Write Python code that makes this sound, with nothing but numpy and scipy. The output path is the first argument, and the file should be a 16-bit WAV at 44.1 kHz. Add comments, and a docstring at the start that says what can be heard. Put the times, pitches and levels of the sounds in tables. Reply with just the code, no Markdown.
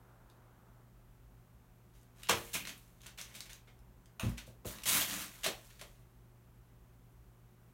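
"""In a small enclosure with hard walls, a crow moves about on newspaper while ventilation hums.
Its feet crush the paper and slap the floor, its claws click and scrape, and its feathers rustle
as they slide over wall and paper. It hops with a flap, shuffles, pecks the wall so that the thin
panel booms, then leaps with a long rustle and lands again. The close walls add a short echo."""
import sys
import numpy as np
from scipy import signal
from scipy.fft import rfft, irfft
from scipy.io import wavfile
from scipy.ndimage import uniform_filter1d

SR = 44100
rng = np.random.default_rng(int(sys.argv[2]) if len(sys.argv) > 2 else 0)


def generate_wav(signal):
    """Clip the signal to [-1, 1] and save it as 16-bit WAV at the path in sys.argv[1]."""
    frames = np.transpose(np.atleast_2d(signal))
    scaled = np.clip(frames, -1, 1) * 32767
    pcm = np.round(scaled).astype(np.int16)
    wavfile.write(sys.argv[1], SR, pcm)


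N = 340960
TIME = np.arange(N) / SR

# sweeps of a wing or the tail: t/s, level/dB, brightness/(dB per octave), swell/s, hold/s, fade/(dB per s)
SWEEPS = [(2.137, -65.5, -2, 0.055, .11, 149), (2.329, -51, -0.5, 0.036, 0.024, 147.5),
          (2.41, -59.5, 1, 0.029, 0.29, 54), (3.256, -64.5, -2.5, 0.048, .12, 130),
          (4.226, -51, -5, 0.0038, .005, 192), (4.234, -62.5, 0, 0.018, 0.021, 141),
          (4.645, -47.5, 1, .018, .012, 149), (4.698, -60, -4.5, 0.012, 0.016, 70),
          (4.847, -32.5, 0.26, 0.045, 0.045, 151), (4.905, -34, 0.35, 0.04, 0.036, 172),
          (4.996, -37.5, 0, 0.016, 0.0082, 401.5), (5.065, -42, -0.83, 0.031, 0.12, 180),
          (5.283, -60, -0.5, 0.055, 0.57, 78)]


def gain_of(db):
    """Turns decibels into a number to multiply by."""
    return 10 ** (np.asarray(db) / 20)


def unit_rms(x):
    """Scales a sound to an average strength (rms) of 1."""
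    return x / np.sqrt(np.mean(x ** 2) + 1e-20)


def hit(x, db, reference_s=.01):
    """Gives a short sound the energy of a burst of level db that lasts reference_s."""
    return gain_of(db) * unit_rms(x) * np.sqrt(reference_s * SR / len(x))


def look_up(points, hz):
    """Reads between the rows of a frequency table, on a scale of octaves."""
    f, value = np.transpose(points)
    return np.interp(np.log(hz + 1), np.log(abs(f) + 1), value)


def octaves(hz):
    """Octaves above 5000 Hz, the middle of the rustle; all below 500 Hz counts as 500 Hz."""
    return np.log2(np.maximum(hz, 500) / 5000)


def coloured(x, spectrum, tilt=0):
    """Gives x a tone colour, brightened by tilt dB per octave, at an rms of 1."""
    hz = np.fft.rfftfreq(len(x), 1 / SR)
    gain = gain_of(look_up(spectrum, hz) + tilt * octaves(hz))
    return unit_rms(irfft(rfft(x) * gain, len(x)))


def add(mix, s, sound):
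    """Mixes a sound in, starting at s seconds."""
    part = mix[round(s * SR):][:len(sound)]
    part += sound[:len(part)]


def crackle(size, per_s, spread_db):
    """Tiny slips at random times, most of them small and a few large."""
    chance = rng.random(size)
    height = np.minimum(rng.exponential(1, size), 4)
    sign = rng.choice([-1., 1.], size)
    return unit_rms(sign * gain_of(spread_db * height) * (chance < per_s / SR))


def burst(t, length, rise):
    """A loudness curve that rises quickly and dies away; times in seconds."""
    return (1 - np.exp(-t / rise)) * np.exp(-t / length)


def band_noise(size, hz, q):
    """Noise around one pitch; a higher q makes the pitch clearer."""
    b, a = signal.iirpeak(hz, q, fs=SR)
    return unit_rms(signal.lfilter(b, a, rng.standard_normal(size)))


def ring(tones, t):
    """A struck thing's tones, each falling 60 dB in its ring time; the spot hit gives random signs."""
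    return sum(rng.choice([-1, 1]) * gain_of(db - 60 * t / ring_s) * np.sin(2 * np.pi * hz * t)
               for hz, db, ring_s in tones)


def ventilation(duct_db=-62):
    """Air rumbles and hisses in a duct and a fan hums unsteadily, over a soft background noise."""
    duct_colour = [(22, -19), (38, 2), (52, 1.5), (66, -3.5), (85, -20), (115, -6.5), (145, -16.5),
                   (190, -12), (250, -14.5), (310, -22), (370, -18), (470, -23.5), (1000, -25.5),
                   (1600, -30.5), (2500, -34.5), (4900, -41.5), (6200, -39.5), (10500, -40.5), (12500, -37),
                   (16000, -38.5)]  # spectrum of the duct noise: f/Hz, level/dB
    fan_tones = [(118.8, -65), (171, -76.5), (360.5, -81)]  # hum of the fan: f/Hz, level/dB
    # a faraway rush ends near 0.9 s; then faint background noise drifts a little: t/s, level/dB
    background_levels = [(0, -69), (.4, -69.5), (.8, -70.5), (.95, -79), (1.8, -80), (3, -77), (7.7, -82)]
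    background_colour = [(100, -11), (350, 1.5), (900, 1.5), (1500, -1), (2300, -19.5), (4000, -28),
                         (12000, -49.5)]  # spectrum of the rush and the faint noise: f/Hz, level/dB
    air = gain_of(duct_db) * coloured(rng.standard_normal(N), duct_colour)
    for hz, db in fan_tones:
        waver = np.interp(TIME, np.linspace(0, TIME[-1], 60), rng.standard_normal(60))
        air += gain_of(db) * np.sqrt(2) * np.sin(2 * np.pi * hz * TIME + 0.12 * waver)
    background_gain = gain_of(np.interp(TIME, *np.transpose(background_levels)))
    return air + background_gain * coloured(rng.standard_normal(N), background_colour)


def wall_echo(x, build_s=0.0037, patterns=4):
    """Sound bounces between close, hard walls; the low notes last longest."""
    echo_times = [(100, .35), (500, 0.34), (1400, 0.28), (3500, 0.27), (9000, 0.19), (15000, 0.27)]  # time the echo takes to fall 60 dB: f/Hz, ring time/s
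    t, out = TIME[:SR // 2], np.zeros(N)
    # the sound is handed round the echo patterns, about 110 rounds a second
    turn = np.cumsum(rng.random(N)) / 50
    for k in range(patterns):
        hz, age, bands = signal.stft(rng.standard_normal(len(t)), SR, nperseg=256)
        decay = gain_of(-60 * age / look_up(echo_times, hz)[:, None])
        tail = signal.istft(bands * decay, SR, nperseg=256)[1][:len(t)]
        tail *= 1 - np.exp(-(t / build_s) ** 2)
        share = np.sin(np.pi / 2 * np.minimum((turn - k) % patterns, 2))
        out += signal.oaconvolve(x * share, tail / np.linalg.norm(tail))[:N]
    return out


def standing_wave(x, hz=170, q=7, db=9):
    """The air between the walls swells at one low pitch."""
    return gain_of(db) * signal.lfilter(*signal.iirpeak(hz, q, fs=SR), x)


def panel_booms(rise_s=0.0037):
    """The thin wall panel swings after a blow and sounds its lowest tones."""
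    blows = [(4.232, -29), (4.263, -27.5), (4.478, -50), (4.654, -39.5)]  # blows that shake the panel: t/s, level/dB
    panel_tones = [(54.4, -4, 0.57), (88, -1, 0.15), (118, 3.5, 0.2), (167, -4.5, 0.29),
                   (196.5, -5.5, 0.28), (237.4, -10.5, 0.38), (323, -14, 0.19), (376, -11.5, 0.13)]  # tones of the panel: f/Hz, level/dB, ring time/s
    out, t = np.zeros(N), TIME[:32768]
    for s, db in blows:
        add(out, s, hit(ring(panel_tones, t) * (1 - np.exp(-t / rise_s)), db))
    return out


def body_knocks():
    """Body and feet bump the enclosure dully; the longer a knock lasts, the clearer its pitch."""
    bumps = [(2.301, -39.5, 120.3, 0.043), (2.303, -41, 477, 0.034), (2.545, -49.5, 178, 0.064),
             (2.677, -56, 180, 0.02), (4.232, -48.5, 530, 0.008), (4.475, -56, 540, 0.0034),
             (4.652, -43, 500, 0.01), (5.459, -41, 687, 0.0085), (5.475, -47, 375, 0.0068),
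             (5.813, -52, 660, 0.0059)]  # soft blows: t/s, level/dB, f/Hz, length/s
    out, t = np.zeros(N), TIME[:16384]
    for s, db, hz, length in bumps:
        thud = band_noise(len(t), hz, q=3 + 0.17 * hz * length) * burst(t, length, rise=0.0015)
        muffled = signal.lfilter(*signal.butter(4, 1.08 * hz, fs=SR), thud)
        add(out, s, hit(muffled, db))
    return out


def claw_clicks():
    """A claw tip or a paper crease rings for just an instant."""
    taps = [(0.2994, -68.5, 4500), (2.013, -76, 7000), (2.031, -73, 8500), (2.232, -56, 8000),
            (2.234, -50, 3160), (2.271, -56, 3000), (2.652, -47, 2500), (2.778, -62.5, 11100),
            (3.017, -61.5, 5260), (3.066, -53, 8000), (3.2137, -46.5, 6300), (3.4057, -45.5, 4280),
            (3.5316, -53, 5770), (3.791, -74, 7880), (4.058, -67, 4170), (4.295, -57, 9000),
            (4.753, -64, 3960), (4.7853, -53, 2300), (4.821, -60, 4000), (5.795, -61, 3000)]  # single clicks: t/s, level/dB, f/Hz
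    out, t = np.zeros(N), TIME[:1024]
    for s, db, hz in taps:
        click = band_noise(len(t), hz, q=1.1) * burst(t, length=0.0019, rise=0.00011)
        add(out, s, hit(click, db))
    return out


def claw_scrapes():
    """A claw scrapes along the wall, rasping around one pitch."""
    drags = [(2.242, -53, 2890, 0.053), (2.542, -43, 2550, 0.045)]  # drags of a claw: t/s, level/dB, f/Hz, length/s
    out, t = np.zeros(N), TIME[:16384]
    for s, db, hz, length in drags:
        rasp = band_noise(len(t), hz, q=13) * burst(t, length, rise=0.0035)
        add(out, s, hit(rasp, db))
    return out


def beak_pecks(ring_db=1.0, clean_s=0.011):
    """The beak strikes the wall and skids: a short strike rings cleanly, a long skid rasps."""
    strikes = [(4.1963, -50, 0.00092), (4.1980, -45, 0.0018), (4.204, -42.5, 0.017), (4.228, -56, 0.0057)]  # beak on the wall: t/s, level/dB, skid length/s
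    beak_bands = [(648, 18, -9), (1230, 360, -1), (2620, 90, 2), (3800, 250, -8.5), (6400, 270, -6.5),
                  (9200, 380, -8), (13150, 3500, -9)]  # pitches a peck sets ringing: f/Hz, width/Hz, level/dB
    # a narrower band rings longer
    tones = [(hz, db, np.log(1000) / np.pi / width) for hz, width, db in beak_bands]
    out, t = np.zeros(N), TIME[:8192]
    for s, db, length in strikes:
        skid = sum(gain_of(band_db) * band_noise(len(t), hz, q=hz / width)
                   for hz, width, band_db in beak_bands)
        add(out, s, hit(skid * burst(t, length, rise=.0002), db))
        add(out, s, hit(ring(tones, t), db + ring_db) * np.exp(-length / clean_s))
    return out


def floor_slap(length):
    """A foot slaps the floor under the paper with a dull puff of noise."""
    floor_colour = [(80, -15.5), (170, -11), (260, -20), (420, -6.5), (580, 2.5), (800, -6.5), (1030, 1),
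                    (1450, -4), (1800, -15), (2700, -9), (8000, -32.5)]  # spectrum of the slap: f/Hz, level/dB
    t = TIME[:8192]
    return coloured(rng.standard_normal(len(t)), floor_colour) * burst(t, length, rise=.0012)


def paper_crush(length, tilt):
    """Crushed paper gives off a spray of tiny crackles."""
    paper_colour = [(90, -25.5), (165, -13.5), (270, -21), (500, -16), (1100, -12), (1800, -3.5),
                    (2550, -1.5), (3700, -2), (4900, -7.5), (6200, -5), (8500, -8), (10500, -10),
                    (13000, -12), (16000, -16)]  # spectrum of the newspaper: f/Hz, level/dB
    t = TIME[:8192]
    slips = crackle(len(t), per_s=11000, spread_db=2.2)
    return coloured(slips, paper_colour, tilt) * burst(t, length, rise=0.001)


def footsteps(toe_db=-10, toe_s=.009, slap_db=-16.5):
    """The toes brush the paper first; then the sole crushes it and slaps the floor beneath."""
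    # feet on the paper: t/s, level/dB, length/s, brightness/(dB per octave), head start of the toes/s
    steps = [(1.948, -65.5, 0.068, 2, 0.012), (2.293, -27, 0.0066, -0.2, .006),
             (2.308, -31, 0.0099, -3, 0.019), (2.538, -33.5, 0.026, 3, 0.0065),
             (2.552, -39.5, 0.0064, -4, 0.0032), (2.671, -43.5, 0.0072, -1.5, 0.018),
             (2.692, -45.5, 0.0091, -0.5, 0.0074), (3.032, -55.5, 0.035, -2, .027),
             (3.06, -51.5, 0.023, -2, 0.00087), (3.183, -43.5, 0.041, -0.5, 0.0079),
             (3.349, -47, 0.029, 1, 0.009), (3.455, -56, 0.011, -0.5, 0.017),
             (3.495, -50, 0.036, -0.7, 0.0023), (3.6744, -61, 0.027, -5.5, 0.0028),
             (4.378, -45.5, 0.016, -1.5, 0.0045), (4.466, -59, 0.028, 4, 0.0043),
             (4.856, -33.5, 0.038, 1.5, .022), (4.887, -34.5, 0.011, 3, 0.014),
             (5.441, -32, 0.017, -1, 0.0081), (5.462, -33.5, .012, -.5, 0.015),
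             (5.645, -60.5, .018, 6, 0.01), (5.7, -61, .015, -2, 0), (5.812, -48, 0.0075, -0.5, 0.019)]
    out = np.zeros(N)
    for s, db, length, tilt, lead in steps:
        add(out, s - lead, hit(paper_crush(toe_s, tilt), db + toe_db))
        add(out, s, hit(paper_crush(length, tilt), db))
        add(out, s, hit(floor_slap(length), db + slap_db))
    return out


def landings():
    """The bird's whole weight slaps the floor and leaves it ringing."""
    touchdowns = [(2.2939, -27.5, .009, -8.5), (4.6473, -53.5, 0.0045, -14), (5.46, -39, 0.0092, -13),
                  (5.815, -57, .008, -10)]  # heavy slaps: t/s, level/dB, length/s, ring compared with slap/dB
    floor_tones = [(465.9, -1, .32), (500, -7, 0.1), (603, -2, .12)]  # tones of the floor: f/Hz, level/dB, ring time/s
    out, t = np.zeros(N), TIME[:16384]
    for s, db, length, ring_db in touchdowns:
        add(out, s, hit(floor_slap(length), db))
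        add(out, s, hit(ring(floor_tones, t), db + ring_db))
    return out


def sweep_strength(t, db, swell, hold, fade, sag_db_per_s=22):
    """One sweep of feathers swells, loses some force while it is held, then fades."""
    rise = np.sin(np.pi / 2 * np.clip(t / swell, 0, 1)) ** 2
    sag_db = sag_db_per_s * np.clip(t - swell, 0, hold)
    fade_db = fade * np.maximum(t - swell - hold, 0)
    return rise * gain_of(db - sag_db - fade_db)


def crease_snaps(per_s=130, level_db=-9, pitches=10):
    """Under the sweeping feathers, single quills and creases snap, each with its own pitch."""
    snaps, t = np.zeros(N), TIME[:256]
    for hz in np.geomspace(1800, 7000, pitches):
        snap = np.sin(2 * np.pi * hz * t) * np.exp(-t * hz / 3.1)
        slips = crackle(N, per_s / pitches, spread_db=3.5)
        snaps += unit_rms(signal.oaconvolve(slips, snap)[:N])
    sweep_power = np.zeros(N)
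    for s, db, _, swell, hold, fade in SWEEPS:
        add(sweep_power, s, sweep_strength(TIME[:SR], db, swell, hold, fade) ** 2)
    return gain_of(level_db) * unit_rms(snaps) * np.sqrt(sweep_power)


def feather_rustle(clump_db=1.4):
    """Countless fine feather strands slip, in clumps as one feather after another catches."""
    feather_colour = [(59, -31.5), (100, -1), (140, -7.5), (193, 2), (442, -25), (492, -8.5), (910, -10.5),
                      (991, -5.5), (1760, -5.5), (4020, -5), (4870, -9.5), (6290, -4.5), (10500, -6),
                      (15000, -6.5), (16000, -13.5)]  # spectrum of sliding feathers: f/Hz, level/dB
    out, t = np.zeros(N), TIME[:SR]
    hz = np.fft.rfftfreq(len(t), 1 / SR)
    for s, db, tilt, swell, hold, fade in SWEEPS:
        strands = coloured(crackle(len(t), per_s=11000, spread_db=4.5), feather_colour)
        strands = irfft(rfft(strands) * gain_of(tilt * octaves(hz)), len(t))
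        clumps = unit_rms(uniform_filter1d(rng.standard_normal(len(t)), size=180))
        add(out, s, strands * gain_of(clump_db * clumps) * sweep_strength(t, db, swell, hold, fade))
    return out


def scene():
    """The crow, the booming panel and the echo of the walls, over the ventilation."""
    feet = footsteps() + landings()
    ticks = claw_clicks() + crease_snaps()
    thuds = body_knocks()
    bird = feet + beak_pecks() + claw_scrapes() + feather_rustle()
    echo = wall_echo(gain_of(-1.8) * bird + gain_of(-1.5) * ticks + gain_of(-2.5) * thuds)
    return (bird + ticks + thuds + panel_booms() + echo + standing_wave(feet) + ventilation())[None]


def record(dry):
    """The microphone drops the deepest bass; then the highest treble is cut off."""
    low_hz, high_hz = 33, 16050
    thinned = signal.sosfilt(signal.butter(4, low_hz, "highpass", fs=SR, output="sos"), dry)
    treble_cut = signal.firwin(511, high_hz, window=("kaiser", 8), fs=SR)
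    return signal.oaconvolve(thinned, treble_cut[None], "same")


dry = scene()
out = record(dry)
generate_wav(out)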